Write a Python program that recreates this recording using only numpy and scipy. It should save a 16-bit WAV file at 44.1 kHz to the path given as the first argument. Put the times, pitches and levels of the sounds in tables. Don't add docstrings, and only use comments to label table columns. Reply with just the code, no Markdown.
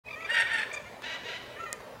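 import sys
import numpy as np
from scipy import signal
from scipy.fft import rfft, irfft, next_fast_len
from scipy.io import wavfile
from scipy.ndimage import uniform_filter1d, map_coordinates

SR = 44100
rng = np.random.default_rng(int(sys.argv[2]) if len(sys.argv) > 2 else 0)


def generate_wav(sig):
    pcm = np.round(np.clip(np.atleast_2d(sig).T, -1, 1) * 32767).astype(np.int16)
    wavfile.write(sys.argv[1], SR, pcm)


N = 88200
T = np.arange(N) / SR


def amp(db):
    return 10 ** (np.asarray(db) / 20)


def unit_rms(x):
    return x / np.sqrt(np.mean(x ** 2) + 1e-20)


def response_at(points, hz):
    freqs, values = np.transpose(points)
    return np.interp(np.log(hz + 1), np.log(freqs + 1), values)


def curves(rows, at):
    knots, *columns = np.transpose(rows)
    return [np.interp(at, knots, column) for column in columns]


def wobble(rate_hz):
    return map_coordinates(rng.standard_normal(N // 8), [T * rate_hz], mode="wrap")


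def filtered(x, response):
    size = next_fast_len(N + 8192)
    gain = amp(response_at(response, np.fft.rfftfreq(size, 1 / SR)))
    return irfft(rfft(x, size) * gain, size)[:N]


def gate(start, length, attack_s, release_s):
    ramp = np.minimum((T - start) / attack_s, (start + length - T) / release_s)
    return np.sin(np.pi / 2 * np.clip(ramp, 0, 1))


def notes(rows, throat, attack_s, release_s, jitter, flutter_db=1.5):
    out = np.zeros(N)
    waver = 1 + jitter * wobble(500)
    flutter = amp(flutter_db * wobble(150))
    harmonics = np.arange(1, 12)[:, None]
    for start, length, db, *pitches in rows:
        on = (T >= start) & (T < start + length)
        glide = np.polyfit([0, .5, 1], pitches, 2)
        pitch = np.polyval(glide, (T[on] - start) / length)
        phase = 2 * np.pi * np.cumsum(pitch * waver[on]) / SR
        tone = (amp(response_at(throat, harmonics * pitch)) * np.sin(harmonics * phase)).sum(0)
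        envelope = flutter * gate(start, length, attack_s, release_s)
        out[on] += amp(db) * unit_rms(tone) * envelope[on]
    return out


def rasp(pitch, rough, throat, second_ratio, second_depth, shimmer, jitter, lurch, hiss):
    pitch = pitch * (1 + rough * (jitter * wobble(700) + lurch * wobble(140)))
    phase = 2 * np.pi * np.cumsum(pitch) / SR
    second_phase = 2 * np.pi * np.cumsum(pitch * second_ratio * (1 + 0.0916 * wobble(220))) / SR
    source = hiss * rough * rng.standard_normal(N)
    for k in range(1, 17):
        beating = second_depth * np.sin(second_phase + 1.53 * wobble(130))
        harmonic = np.cos(k * phase + rng.uniform(0, 2 * np.pi))
        source += harmonic * (1 + rough * (beating + shimmer * wobble(450)))
    voice = filtered(source, throat)
    running_power = np.abs(uniform_filter1d(voice ** 2, size=700))
    return voice / np.sqrt(running_power + 1e-12)


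# freq_hz, t60_s
SHRUB_DECAY = [(300, 1), (2000, 0.77), (5000, 1), (12000, .25)]


def shrubs(x, wet_db):
    hz, t, spectra = signal.stft(rng.standard_normal(SR * 3 // 4), SR, nperseg=256)
    decay = amp(-60 * t / response_at(SHRUB_DECAY, hz)[:, None])
    tail = signal.istft(spectra * decay, SR, nperseg=256)[1]
    return x + amp(wet_db) * signal.fftconvolve(x, tail / np.linalg.norm(tail))[:N]


# freq_hz, gain_db
RUSH_SPECTRUM = [(20, -27), (40, -13.5), (65, -4), (90, -8.5), (120, 0.5), (165, -10.5), (250, -2.5),
                 (310, -9.5), (400, -2), (600, 0), (780, -7), (1000, -4), (1400, -13), (1900, -9.5),
                 (2500, -16.5), (4000, -21), (7000, -29), (15500, -33.5)]


def outdoor_rush():
    level_db, patch_db = -47.5, 3.03
    spectra = signal.stft(rng.standard_normal(N), nperseg=1024)[2]
    patches = uniform_filter1d(rng.standard_normal(spectra.shape), size=4, axis=0)
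    patches = uniform_filter1d(patches, size=8, axis=1)
    noise = signal.istft(spectra * amp(patch_db * unit_rms(patches)), nperseg=1024)[1][:N]
    return amp(level_db) * unit_rms(filtered(noise, RUSH_SPECTRUM))


# start_s, length_s, level_db, first_pitch_hz, middle_pitch_hz, last_pitch_hz
WHISTLES = [(.04, 0.08, -49, 2480, 2520, 2640), (1.645, 0.062, -46.5, 2065, 2005, 1940)]
# freq_hz, gain_db
WHISTLE_THROAT = [(2500, 3), (5000, -22), (10000, -60)]


def whistles():
    voice = notes(WHISTLES, WHISTLE_THROAT, attack_s=0.042, release_s=0.012, jitter=0.0023, flutter_db=3.5)
    return shrubs(voice, wet_db=-12)


# start_s, length_s, level_db, first_pitch_hz, middle_pitch_hz, last_pitch_hz
YELPS = [(.084, 0.017, -43, 1030, 1160, 1350), (.106, 0.018, -39, 1086, 1237, 1264),
         (.127, 0.03, -39.5, 1202, 1185, 1154), (.204, 0.031, -43, 1050, 1215, 1270),
         (.226, 0.0044, -28, 1110, 1270, 1250), (.245, 0.026, -35.5, 1104, 1195, 1110),
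         (.465, .02, -36, 1160, 1170, 1270), (.604, 0.021, -35.5, 1122, 1211, 1260),
         (.624, 0.029, -51, 1170, 1175, 1180), (.712, .016, -40, 1080, 1187, 1200),
         (.736, 0.02, -36.5, 1146, 1196, 1260), (.76, 0.025, -38.5, 1186, 1197, 1136)]
# freq_hz, gain_db
YELP_THROAT = [(1000, -12), (1300, 1), (2000, 18), (2400, 8), (3600, -6), (4800, -10), (6000, -20.5),
               (9000, -37)]


def yelps():
    voice = notes(YELPS, YELP_THROAT, attack_s=0.005, release_s=0.011, jitter=0.0052)
    return shrubs(voice, wet_db=-11)


# start_s, length_s, level_db, first_pitch_hz, middle_pitch_hz, last_pitch_hz
HOOTS = [(.142, 0.021, -45.5, 554, 560, 535), (.312, 0.03, -40.5, 558, 572, 560),
         (.77, 0.022, -44.5, 633, 593, 564), (.793, 0.02, -38, 584, 578, 550),
         (1.684, 0.023, -43, 584, 562, 524), (1.93, 0.044, -50, 551, 547, 523)]
# freq_hz, gain_db
HOOT_THROAT = [(560, 4.5), (1150, -9.5), (2500, -18), (6000, -48)]


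def hoots():
    voice = notes(HOOTS, HOOT_THROAT, attack_s=0.018, release_s=0.019, jitter=0.0072)
    return shrubs(voice, wet_db=-10)


# start_s, length_s, level_db, first_pitch_hz, middle_pitch_hz, last_pitch_hz, beak_hz
HONKS = [(0.151, 0.13, -44.5, 593, 658, 631, 1930), (.85, .045, -48.5, 685, 707, 743, 2100),
         (1.558, 0.069, -47, 569.5, 613, 615, 1810), (1.591, .08, -39, 658.4, 674.6, 657, 1390),
         (1.655, 0.046, -42, 635.5, 611, 610, 1900), (1.695, 0.067, -46, 615.4, 619.4, 590, 1810)]
# freq_hz, gain_db
HONK_THROAT = [(400, -26), (620, -2.5), (1250, 4.5), (1900, -2.5), (2500, 0), (3000, -4), (4500, -38),
               (6000, -21), (6750, -11.5), (9000, -44)]


def honks():
    peak_db, width_octaves = 10, 0.28
    hz = np.geomspace(300, 12000, 120)
    out = np.zeros(N)
    for *note, beak_hz in HONKS:
        beak_db = peak_db * np.exp(-(np.log2(hz / beak_hz) / width_octaves) ** 2)
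        tract = np.transpose([hz, response_at(HONK_THROAT, hz) + beak_db])
        out += notes([note], tract, attack_s=0.015, release_s=0.022, jitter=0.0072)
    return shrubs(out, wet_db=-12.5)


# time_s, level_db
NEAR_EFFORT = [(.262, -48.5), (.294, -34.5), (.306, -28.5), (.32, -29.5), (.342, -25.5), (.352, -25),
               (.385, -24), (.404, -22.5), (.425, -27), (.44, -38), (.475, -45), (.5, -32.5), (.522, -30),
               (.538, -25), (.556, -26.5), (.574, -32.5), (.594, -26.5), (.61, -35), (.635, -30),
               (.66, -74)]
# time_s, pitch_hz, roughness (0 clear, 1 or more all rasp)
NEAR_SYRINX = [(.275, 761, 0.92), (.298, 896.3, 0.65), (.313, 939, 0.38), (.333, 946.4, 0.22),
               (.343, 950.4, 0.6), (.365, 928.3, 0.94), (.385, 919.4, 0.88), (.402, 917.3, 0.38),
               (.435, 927.3, 0.9), (.46, 941.6, 0.6), (.485, 847.6, 1.16), (.512, 890, 1.06),
               (.534, 917.6, 0.38), (.558, 903, 0.57), (.572, 896.3, 0.94), (.596, 865.6, 0.48),
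               (.64, 861, 1)]
# freq_hz, gain_db
NEAR_CLEAR_THROAT = [(900, -17), (1800, 1.5), (2750, -13), (3700, -17.5), (4650, -21.5), (5550, -30),
                     (6500, -33), (7450, -30), (8350, -24.5), (9200, -30), (10500, -42), (15000, -50)]
# freq_hz, gain_db
NEAR_RASP_THROAT = [(300, -80), (560, -16), (720, -8), (930, -24), (1170, -24.5), (1450, -5), (1650, 1),
                    (1810, 0.5), (2030, -3.5), (2250, -7.5), (2800, -10), (3650, -13.5), (4050, -25.5),
                    (4600, -26), (5100, -39), (5600, -24), (6100, -42), (8500, -35.5), (10500, -47),
                    (15000, -60)]
# time_s, gain_db
THIRD_HARMONIC = [(.3, -19), (.315, 13), (.329, 14), (.34, 6), (.36, -1)]


def near_bird():
    level_db, = curves(NEAR_EFFORT, T)
    pitch, rough = curves(NEAR_SYRINX, T)
    third_db, = curves(THIRD_HARMONIC, T)
    rough = np.clip(rough, 0, 1)
    waver, flutter_db = 0.009, 4.5
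    phase = 2 * np.pi * np.cumsum(pitch * (1 + waver * rough * wobble(600))) / SR
    harmonics = np.arange(1, 17)[:, None]
    throat_db = response_at(NEAR_CLEAR_THROAT, harmonics * pitch) + third_db * (harmonics == 3)
    gains = amp([db + flutter_db * rough * wobble(220) for db in throat_db])
    partials = gains * np.sin(harmonics * phase + rng.uniform(0, 2 * np.pi, harmonics.shape))
    clear = np.sqrt(2) * partials.sum(0) / np.linalg.norm(gains, axis=0)
    harsh = rasp(pitch, np.ones(N), NEAR_RASP_THROAT, second_ratio=0.42, second_depth=2.4,
                 shimmer=1.0, jitter=0.019, lurch=0.0396, hiss=0.29)
    voice = np.sqrt(1 - rough ** 2) * clear + rough * harsh
    sounding = (T > NEAR_EFFORT[0][0]) & (T < NEAR_EFFORT[-1][0])
    return shrubs(voice * amp(level_db + wobble(121.2)) * sounding, wet_db=-9.5)


# start_s, length_s, level_db
CHIPS = [(0.728, 0.029, -46)]
# freq_hz, gain_db
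CHIP_BANDS = [(5000, -20), (6200, -8), (6750, -2), (7450, -13), (8200, -5.5), (8900, -18), (11000, -39)]


def chip():
    scratch = unit_rms(filtered(rng.standard_normal(N), CHIP_BANDS))
    envelope = sum(amp(db) * gate(start, length, attack_s=0.005, release_s=0.0045)
                   for start, length, db in CHIPS)
    return shrubs(scratch * envelope, wet_db=-9.5)


# start_s, length_s, level_db, pitch_hz
FAR_SQUAWKS = [(1.019, .155, -39.5, 999.2), (1.229, .15, -39.5, 1006), (1.468, 0.1086, -54.5, 1027)]
FAR_ROUGHNESS = [(0, .85), (.28, 0.4), (.45, .9), (.7, .75), (.82, .45), (1, .85)]
# freq_hz, gain_db
FAR_THROAT = [(300, -66), (650, 2.5), (980, -1.5), (1150, -33), (1350, 4), (1650, 5), (1950, 3.5),
              (2250, 6), (2900, 1.5), (3900, -1), (4500, -10.5), (6800, -16.5), (9000, -36), (15000, -57)]


def far_bird():
    scoop, sag = 0.25, 0.03057
    scoop_s, flutter_db = 0.022, 1.56
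    pitch = np.full(N, float(FAR_SQUAWKS[0][-1]))
    rough, envelope = np.zeros(N), np.zeros(N)
    for start, length, db, hz in FAR_SQUAWKS:
        on = T >= start
        age = np.minimum(T[on] - start, length)
        pitch[on] = hz * (1 - scoop * np.exp(-age / scoop_s) - sag * (age / length) ** 2)
        rough[on] = curves(FAR_ROUGHNESS, age / length)[0]
        envelope += amp(db) * gate(start, length, attack_s=0.036, release_s=0.02)
    voice = rasp(pitch, rough, FAR_THROAT, second_ratio=0.35, second_depth=1.5,
                 shimmer=0.44, jitter=0.015, lurch=0.047, hiss=0.8)
    return shrubs(voice * envelope * amp(flutter_db * wobble(130)), wet_db=-5)


# start_s, level_db
TAPS = [(1.021, -42), (1.804, -46.5)]
# freq_hz, gain_db
TAP_SPECTRUM = [(300, -30), (1100, 3), (2200, -7), (4000, -10), (12000, -31)]


def twig_taps():
    t60_s = 0.047
    envelope = sum(amp(db - 60 * np.abs(T - start) / t60_s) * (T >= start) for start, db in TAPS)
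    noise = unit_rms(filtered(rng.standard_normal(N), TAP_SPECTRUM))
    return shrubs(envelope * noise, wet_db=-30)


# start_s, level_db
CLICKS = [(1.7289, -17.5)]
# freq_hz, gain_db, t60_s
CLICK_MODES = [(2050, -13.5, 0.024), (5130, -23, 0.018), (7230, -5, 0.0073), (8370, 1.5, 0.0021),
               (10050, -15, 0.0087), (10700, -22, 0.012), (14940, -30, .004)]


def click():
    out = np.zeros(N)
    for start, db in CLICKS:
        age = np.maximum(T - start, 0)
        for hz, gain_db, t60_s in CLICK_MODES:
            out += amp(db + gain_db - 60 * age / t60_s) * np.sin(2 * np.pi * hz * age)
    return shrubs(out, wet_db=-23.5)


def scene():
    birds = near_bird() + far_bird() + yelps() + honks() + hoots() + whistles() + chip()
    return (birds + click() + twig_taps() + outdoor_rush())[None]


def record(dry):
    fade_span_s, cutoff_hz = (0.037, 0.074), 15850
    faded = dry * np.interp(T, fade_span_s, [0, 1])
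    size = next_fast_len(N + 8192)
    passband = np.fft.rfftfreq(size, 1 / SR) < cutoff_hz
    return irfft(rfft(faded, size) * passband, size)[..., :N]


dry = scene()
out = record(dry)
generate_wav(out)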